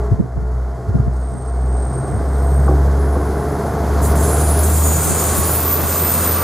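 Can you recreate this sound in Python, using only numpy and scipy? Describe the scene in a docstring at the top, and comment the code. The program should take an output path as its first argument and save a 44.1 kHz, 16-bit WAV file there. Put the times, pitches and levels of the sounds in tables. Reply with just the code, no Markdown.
"""Two diesel exhausts drone upward and beat as a two-car railcar leaves a country station on a curve.
The drones are harmonics of the firing rate; the engine bays, turbocharger hiss and rolling wheels are
filtered noise. Rail joints ring decaying bogie modes, flanges scrape as noise coloured by resonances,
and low engine groans and wheel squeals are roughened tones. A faint breeze flutters and a few gusts
thump the microphone."""
import sys
import numpy as np
from scipy import signal
from scipy.fft import rfft, irfft, next_fast_len
from scipy.io import wavfile

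SR = 44100
rng = np.random.default_rng(int(sys.argv[2]) if len(sys.argv) > 2 else 0)


def store_pcm(level_fs):
    """Save levels as 16-bit WAV."""
    pcm = np.round(np.clip(level_fs, -1, 1) * 32767).astype(np.int16)
    wavfile.write(sys.argv[1], SR, np.atleast_2d(pcm).T)


N = 283563
T = np.arange(N) / SR  # s
FREQ = np.maximum(np.arange(N // 2 + 1) * SR / N, 1)  # Hz

# engine speed: [t/s, firing rate f/Hz]
FIRING = [(0, 61.2), (1.8, 63.2), (2.15, 67), (2.7, 69), (4.05, 71.9), (4.5, 76.1), (4.8, 78), (5.3, 79.6),
          (6.43, 81.3)]
# moments when the two drones cancel; the engines slip one firing apart from each to the next: [t/s]
BEATS = [-.3, .26, .8, 1.37, 1.95, 3.53, 5.08, 6.04, 6.6]
# exhaust drone when in step: [t/s, level/dB]
EXHAUST = [(0, -18), (1.15, -17.5), (1.65, -15.5), (2.65, -11), (3.5, -17), (4.05, -12), (4.25, -16),
           (4.9, -11), (5.3, -15.5), (5.55, -21.5), (6.43, -22)]
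# the approach: [t/s, engine roar level/dB, wheel noise level/dB]
APPROACH = [(0, -27, -51), (.25, -33.5, -58), (.95, -30.5, -54), (1.4, -32, -54.5), (2, -26, -50),
            (2.5, -24, -48), (3.7, -20.5, -43.5), (4.3, -17.5, -35), (4.8, -23, -34.5), (5.25, -21.5, -31),
            (5.7, -24.5, -32), (6.43, -26.5, -30)]
# engine bay noise spectrum: [f/Hz, level per Hz/dB]
ROAR = [(45, 11), (100, 13), (160, 9), (240, 5.5), (380, 3), (550, 0), (750, 3), (1000, -3), (1450, -7.5),
        (1750, -12), (2100, -16.5), (2550, -33.5), (4000, -63)]
# resonances of engine block and housings: [f/Hz, width/Hz, level/dB]
HOUSING_MODES = [(420.4, 78, 9), (613, 28, 3.5), (682, 44, 7.5), (686, 28, 0), (1083, 87, 4),
                 (1480, 190, 2.5)]
# turbocharger hiss, spooling up under load: [t/s, centre f/Hz, level/dB]
TURBO = [(0, 9300, -86), (1.7, 9700, -88), (2.05, 10600, -63), (2.5, 12300, -52), (2.95, 12400, -55),
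         (3.3, 11940, -52), (4.0, 12200, -48), (6.43, 12700, -54)]
# wheels rolling on the rail: [f/Hz, level per Hz/dB]
ROLLING = [(1500, 1), (2600, -6), (2950, -5.5), (3600, -1), (4500, 0.5), (5700, -0.5), (6500, 3.5),
           (7000, 0.5), (7800, 1), (9500, 1), (10000, 0.5), (11000, -4.5), (15800, -12)]
# resonances of the rails: [f/Hz, width/Hz, level/dB]
RAIL_MODES = [(3180, 160, 4.5), (4400, 97, 3.5), (4910, 80, 5), (5220, 80, 5.5)]
# bogies rumbling on the track: [f/Hz, level per Hz/dB]
RUMBLE = [(50, -37), (110, 3), (240, -1.5), (330, -2.5), (520, -7), (900, -37), (2000, -58)]
# running gear, heard only from near by: [f/Hz, level per Hz/dB]
CLATTER = [(400, 9.5), (800, 0), (1100, 4), (1500, 0), (1800, -7), (2600, -9), (2930, -14), (3300, -14),
           (5000, -19.5)]
# resonances, lettered by rising pitch: A and B low engine groans, the rest wheel modes;
# M is mode N heard lower as the car draws level: {letter: [f/Hz, width/Hz, level/dB]}
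RESONANCES = {"A": (415, 20, 0), "B": (675, 20, 0), "C": (1114, 30, 3), "D": (1163, 30, 3),
              "E": (2637, 40, 8), "F": (5170, 90, 7), "G": (6240, 90, 10), "H": (6900, 240, 7),
              "I": (7390, 100, 6), "J": (7820, 120, 4), "K": (8535, 130, 6), "L": (8890, 100, 4),
              "M": (9477, 80, 2), "N": (9593, 80, 2), "O": (9900, 120, 4), "P": (10420, 100, 4),
              "Q": (10800, 100, 5), "R": (11166, 80, 1)}
# engine groans (A, B) and wheel squeals: [start t/s, end t/s, letter, level/dB, roughness 0-1]
GROANS_AND_SQUEALS = [(-.1, 0.2, "A", -31.5, 0.6), (0.757, .92, "B", -36, 0.2), (1.08, 1.6, "K", -49, 0.85),
                      (.95, 3.1, "K", -52, 0.85), (1.58, 2.28, "K", -43, 0.85),
                      (2.256, 2.78, "K", -46.5, 0.85), (2.5, 4, "K", -64, 0.95), (2.75, 3.9, "P", -49, 0.9),
                      (3.76, 4.1, "Q", -49, .5), (4.14, 4.56, "R", -31, 0.65), (4.2, 4.62, "N", -30.5, .65),
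                      (4.44, 4.68, "P", -27, 0.95), (4.555, 4.859, "Q", -32, 0.9),
                      (4.5, 5.8, "K", -33.5, .85), (4.784, 5.04, "H", -27, 0.8),
                      (4.995, 5.677, "H", -34.5, 1), (5.255, 5.693, "Q", -27, 0.46),
                      (5.13, 5.68, "C", -33.5, 0.17), (5.5, 6.098, "C", -39, 0.14),
                      (5.48, 6.2, "D", -38.5, 0.25), (5.8, 6.5, "K", -34, .9), (6.02, 6.5, "M", -31, 0.7),
                      (6.32, 6.55, "D", -28, 0.3), (5.5, 6.8, "E", -49, 0.3), (5.7, 6.497, "F", -48, .7)]
# gusts on the microphone: [t/s, Gaussian length/s, level/dB before limiting, centre f/Hz]
GUSTS = [(0.126, 0.011, -6.5, 102), (0.203, 0.0068, -6.5, 171), (0.376, 0.01, -17.5, 130),
         (0.426, 0.0092, -22.5, 130), (0.898, 0.014, -13.5, 105), (0.954, 0.0072, -8.5, 137),
         (1.001, 0.0061, -9, 127), (1.076, 0.01, -14.5, 124), (1.35, 0.019, -30, 159),
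         (2.151, 0.028, -18.5, 104), (4.902, .015, -29, 190), (5.103, .025, -22, 191),
         (5.385, 0.01, -19.5, 170), (5.83, 0.044, -30.5, 190)]
# wheels over rail joints: [t/s, level/dB, rise/s]
JOINTS = [(2.060, -26, .005), (2.677, -12, .002), (2.703, -20, .003), (3.152, -15.5, .004),
          (3.180, -22, .008), (3.263, -25, .002), (3.940, -22, .012), (4.288, -19, .012),
          (4.342, -21, .012)]
# modes of the bogie: [f/Hz, t60/s, level/dB]
BOGIE_MODES = [(296.5, 0.45, -6.5), (369, 0.24, -3), (510.5, 0.056, 2.5), (595, 0.036, 2), (800, 0.083, -3),
               (975, .02, 0), (1116, 0.038, 2.5), (1253, 0.015, 2), (1490, 0.032, -7.5)]
# a flange touches the outer rail:
# [start t/s, crest t/s, release t/s, crest level/dB before bite and release, bite/s]
CONTACTS = [(4.013, 4.04, 4.06, -31.5, .02), (4.148, 4.306, 4.62, -29.5, .02),
            (4.245, 4.28, 3.9, -25.5, .02), (4.615, 4.7, 4.85, -28, .02), (4.7, 5.157, 6.2, -22, .05),
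            (5.76, 5.96, 5.98, -26, .15), (6.03, 6.28, 6.25, -27.5, .06)]
# colour of the scraping: [f/Hz, level per Hz/dB]
SCRAPE_COLOUR = [(3000, -54), (4800, -36), (5800, -7.5), (6800, 2.5), (9000, 4.5), (11000, 1),
                 (11700, -7.5), (12500, -3), (12950, -13), (13900, -4), (14700, -9), (15800, -18)]
# the highest wheel mode, singing on through the curve: [t/s, level/dB before overall lift and pan]
SHRILL = [(4.56, -47), (4.62, -29), (5.15, -24.5), (5.35, -26.5), (5.57, -17.5), (5.7, -20.5), (6.3, -19.5),
          (6.43, -22)]
# its close partials, sinking as the car draws level:
# [f/Hz at first, sag/(Hz per s), relative level/dB, roughness 0-1]
SHRILL_PARTIALS = [(13760, 95, -10, .9), (13880, 20, -7, .85), (13955, 15, -2, .6), (14130, 72, 0, .55)]
# stereo difference relative to the sum: [f/Hz, level/dB]
WIDTH = [(60, -51), (200, -40), (400, -24), (700, -14.5), (1300, -17.5), (2400, -54), (5000, -36),
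         (8000, -1), (15000, -4)]

ABREAST_S, SECOND_FADE_DB_PER_S = 5, 10.5  # from here the second exhaust fades behind the first
NEAR_DB = -31.5  # wheel noise when the first car is close
# level when close, and dB gained for each dB of wheel noise
CLATTER_DB, CLATTER_GROWTH = -27, 1.38
RUMBLE_DB, RUMBLE_GROWTH = -28, 0.11
RUMBLE_START_S, RUMBLE_RISE_S = 1.41, 0.67  # the track rumbles once the cars gather speed
FADE_SHARE = 0.33  # part of a groan or squeal spent swelling, and again fading
WAKE_DB, WAKE_LAG_S, WAKE_S = -14.5, 0.031, 0.02  # weaker eddies trail each gust
PRESS_DB_PER_S, EASE_DB_PER_S = 19, 28  # a contact's rise before its crest and fall after it
CREST_DB, RELEASE_S = 1.5, 0.045  # rounding of the crest; time constant of letting go
# a light touch is brighter: neutral level, treble dB gained per dB below it, most gain
NEUTRAL_DB, BRIGHTEN, BRIGHTEST_DB = -22.5, 1.2, 21
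TOP_HZ = 15600  # upper limit of the whole sound


def undb(db):
    """Logarithmic level: decibels to amplitude gain."""
    return 10 ** (np.asarray(db) / 20)


def curve(rows, axis=1):
    """Linear interpolation: one column of a table against time."""
    rows = np.array(rows)
    return np.interp(T, rows[:, 0], rows[:, axis])


def unit(x):
    """Normalisation: scale to rms 1."""
    return x / np.sqrt(np.mean(np.abs(x) ** 2))


def colour(points, resonances=()):
    """Spectral envelope: gain at each frequency, with resonant humps and steep outer skirts."""
    hz, db = np.transpose(points)
    humps = sum(peak / (1 + (2 * (FREQ - f) / w) ** 2) for f, w, peak in resonances)
    gain = undb(np.interp(np.log(FREQ), np.log(hz), db) + humps)
    return gain / (1 + (hz[0] / FREQ) ** 4) / (1 + (FREQ / hz[-1]) ** 20)


def shape(x, gain):
    """Linear filtering: multiply the spectrum by a gain, to rms 1."""
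    size = next_fast_len(N, True)
    gain = np.interp(np.arange(size // 2 + 1) * SR / size, FREQ, gain)
    return unit(irfft(rfft(x, size) * gain, size)[..., :N])


def walk(hz, order=4):
    """Low-passed noise: rms 1, moving at up to about hz; a low order leaves more quick flicker."""
    size = next_fast_len(N, True)
    gain = 1 / (1 + (np.arange(size // 2 + 1) * SR / size / hz) ** order)
    return unit(irfft(rfft(rng.standard_normal(size)) * gain, size)[:N])


def spread(gain, drive=1):
    """Partial coherence: stereo noise, pulsed by drive, then filtered; widest in the treble."""
    mid, side = rfft(rng.standard_normal((2, N)) * drive)
    width = colour(WIDTH)
    side = side * width
    return unit(irfft(np.array([mid + side, mid - side]) * gain / np.sqrt(1 + width ** 2), N))


def sing(hz, rough, skirt_hz=95, waver_hz=7, lead=0.37, apart=0.64):
    """Narrow-band oscillation: a wavering tone, smeared by roughness, on average leading at the left."""
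    rough = np.clip(rough, 0, 1)
    height = np.mean(hz) / 10000  # skirt, waver, lead and apart (radians) are stated for 10 kHz
    wavering_hz = hz + waver_hz * np.sqrt(height) * walk(24.2)
    tone = np.exp(2j * np.pi * np.cumsum(wavering_hz) / SR)
    skirt = skirt_hz * np.sqrt(height)  # higher modes smear more widely
    smear = unit(walk(skirt, order=2) + 1j * walk(skirt, order=2))
    voice = tone * (np.sqrt(1 - rough ** 2) + rough * smear)
    angle = (lead + apart * walk(14.5)) * height
    return unit(np.real(voice * np.exp(.5j * np.array([angle, -angle]))))


def exhausts(phase, second_db=-4, linger=0.19, octave_db=-10.0, pipe_hz=134, pipe_width_hz=28,
             third_db=-44, fourth_db=-49):
    """Beating: two drones drift in and out of step; octaves beat twice as fast and excite the pipe."""
    slip = 2 * np.pi * (np.interp(T, BEATS, np.arange(len(BEATS))) + .5)
    slip = slip - linger * np.sin(slip)  # they stay longer in step than opposed
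    second = undb(second_db - SECOND_FADE_DB_PER_S * np.maximum(T - ABREAST_S, 0))

    def pair(k):
        """Superposition: both exhausts at k times the firing rate."""
        first_tone = np.sin(k * (phase + slip / 2))
        second_tone = np.sin(k * (phase - slip / 2))
        return (first_tone + second * second_tone) / (1 + second)

    pipe = undb(octave_db) / np.hypot(1, 2 * (2 * curve(FIRING) - pipe_hz) / pipe_width_hz)
    drone = undb(curve(EXHAUST)) * (pair(0.99) + pipe * pair(2))  # the lower tone sits 1 % flat
    overtones = sum(undb(db + 3.4 * walk(3.3)) * np.sin(k * phase)
                    for k, db in ((3, third_db), (4, fourth_db)))
    return np.sqrt(2) * (drone + overtones)


def engines(throb=0.16, ordered=0.48, unsteady_db=3.5):
    """Forced vibration: firing drives the exhausts, and the bay answers with knocking orders and noise."""
    phase = 2 * np.pi * np.cumsum(curve(FIRING) * (1 + 0.0023 * walk(9.0))) / SR
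    orders = sum(undb(unsteady_db * walk(7)) * np.sin(k * phase + 2 * np.pi * rng.random())
                 for k in range(6, 24))
    body = colour(ROAR, HOUSING_MODES)  # an order swells as it sweeps through a housing resonance
    # the lines are clearest at low speed; under load the roar covers them
    clear = ordered * (FIRING[0][1] / curve(FIRING)) ** 3
    bay = spread(body, 1 + throb * np.cos(phase)) + clear * shape(orders, body)
    return exhausts(phase) + unit(bay) * undb(curve(APPROACH))


def turbo(half_width_hz=2200):
    """Broadband flow noise: intake hiss whose centre frequency follows the turbine."""
    band = np.array([walk(half_width_hz) + 1j * walk(half_width_hz) for _ in range(2)])
    ports = band + band.mean(axis=0)  # left and right share part of the hiss
    carrier = np.exp(2j * np.pi * np.cumsum(curve(TURBO, axis=1)) / SR)
    return unit(np.real(ports * carrier)) * undb(curve(TURBO, axis=2))


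def rolling(rattle_db=0.87, clatter_db=1.0):
    """Rolling contact noise: steel wheels hiss; rumble and clatter grow with speed and nearness."""
    wheel_db = curve(APPROACH, axis=2)
    nearness_db = wheel_db - NEAR_DB
    under_way = np.clip((T - RUMBLE_START_S) / RUMBLE_RISE_S, 0, 1)
    hiss = spread(colour(ROLLING, RAIL_MODES), undb(rattle_db * walk(30))) * undb(wheel_db)
    rumble = spread(colour(RUMBLE)) * undb(RUMBLE_DB + RUMBLE_GROWTH * nearness_db)
    clatter = spread(colour(CLATTER), undb(clatter_db * walk(55)))
    clatter = clatter * undb(CLATTER_DB + CLATTER_GROWTH * nearness_db)
    return hiss + under_way * rumble + clatter


def breeze(breeze_db=-45, gustiness_db=4.5):
    """Turbulent pressure: moving air keeps a faint, independent flutter on each microphone port."""
    spectrum = colour([(28, -23), (60, -12), (130, -0.5), (300, -9), (800, -32)])  # f/Hz, level/dB
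    flutter = shape(rng.standard_normal((2, N)), spectrum)
    return flutter * undb(breeze_db + gustiness_db * walk(3.7))


def groans_and_squeals():
    """Resonance and stick-slip: low engine groans, then wheel modes that squeal with uneven strength."""
    out = 0
    for letter in sorted({row[2] for row in GROANS_AND_SQUEALS}):
        hz = RESONANCES[letter][0]
        tone, smeared = sing(hz, 0), sing(hz, 1.0)
        strength = unit(undb(1.2 * walk(13)))
        for start, end, _, db, rough in (row for row in GROANS_AND_SQUEALS if row[2] == letter):
            to_edge = np.minimum(T - start, end - T)
            swell = np.sin(np.pi / 2 * np.clip(to_edge / (FADE_SHARE * (end - start)), 0, 1)) ** 2
            rough = np.clip(rough, 0, 1)
            voice = np.sqrt(1 - rough ** 2) * tone + rough * smeared
            out = out + undb(db) * swell * strength * voice
    return out


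def gusts(apart=1.2, skirt=0.8, apart_hz=150, core=2.2):
    """Eddy pressure: gusts thump the ports; small eddies sound higher and differ more between ports."""
    out = 0
    for s, length, db, hz in GUSTS:
        swell = np.exp(-.5 * ((T - s) / length) ** 2)
        swell = swell + undb(WAKE_DB) * np.exp(-.5 * ((T - s - WAKE_LAG_S) / WAKE_S) ** 2)
        band = 1 / (1 + (FREQ / (hz * skirt)) ** 3.56) / (1 + (hz / skirt / FREQ) ** 3)
        mid, side = shape(rng.standard_normal((2, N)), band)
        # the eddy's core sucks once at the ports
        suck = np.cos(2 * np.pi * hz * (T - s)) * np.exp(-.5 * ((T - s) * hz) ** 2)
        mid = mid - core * suck
        side = side * apart * (hz / apart_hz) ** 2
        eddy = np.array([mid + side, mid - side]) * swell
        out = out + undb(db) * unit(eddy) * np.sqrt(np.mean(swell ** 2))
    # the hardest thumps overload the microphone and are softly limited, then kept dull
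    ceiling, dull_hz = .8, 650
    limited = ceiling * np.tanh(out / ceiling)
    return signal.sosfiltfilt(signal.butter(3, dull_hz, fs=SR, output="sos"), limited)


def joints(travel_s=0.01113):
    """Impulse response with dispersion: wheels drop over gaps and ring the bogie, high modes first."""
    out = np.zeros(N)
    top_hz = BOGIE_MODES[-1][0]
    for s, db, rise_s in JOINTS:
        i = int(s * SR)
        for hz, t60, mode_db in BOGIE_MODES:
            delay_s = travel_s * (np.sqrt(top_hz / hz) - 1)  # bending waves travel slower when low
            t = np.maximum(T[:SR // 2] - delay_s, 0)
            ring = np.exp(-np.log(1000) * t / t60) * (1 - np.exp(-(t / rise_s) ** 2))
            out[i:i + len(t)] += undb(db + mode_db) * ring * np.sin(2 * np.pi * (hz * t + rng.random()))
    return out


def pressure():
    """Contact force: each flange contact bites, presses harder, eases and lets go; the strongest rules."""
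    out = 0
    for start, crest, release, db, bite_s in CONTACTS:
        slope_db = np.maximum(PRESS_DB_PER_S * (crest - T), EASE_DB_PER_S * (T - crest))
        sag_db = np.hypot(slope_db, CREST_DB) - CREST_DB
        bite = np.clip((T - start) / bite_s, 0, 1)
        touch = bite * np.exp(-np.maximum(T - release, 0) / RELEASE_S)
        out = np.maximum(out, touch * undb(db - sag_db))
    return out


def scraping(shimmer_db=2.4, band_hz=450, bright_hz=11500, lag_s=.000012, diffuse=0.64):
    """Dry friction: gritty rubbing rings the resonances; bands swell as the contact point wanders."""
    grit = rfft(rng.standard_normal((2, N))) * colour(SCRAPE_COLOUR, RESONANCES.values())
    mid, side = grit[0], diffuse * grit[1] / (1 + (6500 / FREQ) ** 8)  # wide only in the treble
    lead = np.exp(1j * np.pi * FREQ * lag_s)  # the left port hears it first
    size = next_fast_len(2 * N)
    ports = rfft(unit(irfft(np.array([(mid + side) * lead, (mid - side) / lead]), N)), size)
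    hz = np.arange(ports.shape[1]) * SR / size
    out = 0
    for k in range(4):  # four interleaved combs of bands, each swelling on its own
        comb = np.maximum(np.cos(np.pi / 2 * (hz / band_hz - k)), 0) ** 2
        out = out + irfft(ports * comb, size)[:, :N] * undb(shimmer_db * walk(17.0))
    top = signal.sosfiltfilt(signal.butter(3, bright_hz, "high", fs=SR, output="sos"), out)
    rub = pressure()
    bright = (undb(NEUTRAL_DB) / np.maximum(rub, 1e-9)) ** BRIGHTEN
    bright = np.minimum(bright, undb(BRIGHTEST_DB))
    return (out + top * (bright - 1)) * rub


def shrill(lift_db=0.5, left_over_right_db=-1.3, trade_db=2.2):
    """Sustained self-excitation: close partials of the highest mode trade level and sink in pitch."""
    age = T - SHRILL[0][0]
    voice = 0
    for hz, sag, db, rough in SHRILL_PARTIALS:
        trade = unit(undb(trade_db * walk(5.5)))
        partial = sing(hz - sag * age, rough, skirt_hz=140, waver_hz=8.8, lead=1.22, apart=0.61)
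        voice = voice + trade * undb(db) * partial
    pan = undb(np.array([[left_over_right_db], [-left_over_right_db]]) / 2)
    return pan * unit(voice) * undb(curve(SHRILL) + lift_db) * (age > 0)


def scene():
    """Superposition: train and wind add together."""
    train = engines() + turbo() + rolling() + groans_and_squeals() + joints() + scraping() + shrill()
    return train + breeze() + gusts()


def record(dry):
    """Band limiting: a steep low-pass removes the extreme treble."""
    return signal.sosfilt(signal.ellip(10, .2, 80, TOP_HZ, fs=SR, output="sos"), dry)


dry = scene()
out = record(dry)
store_pcm(out)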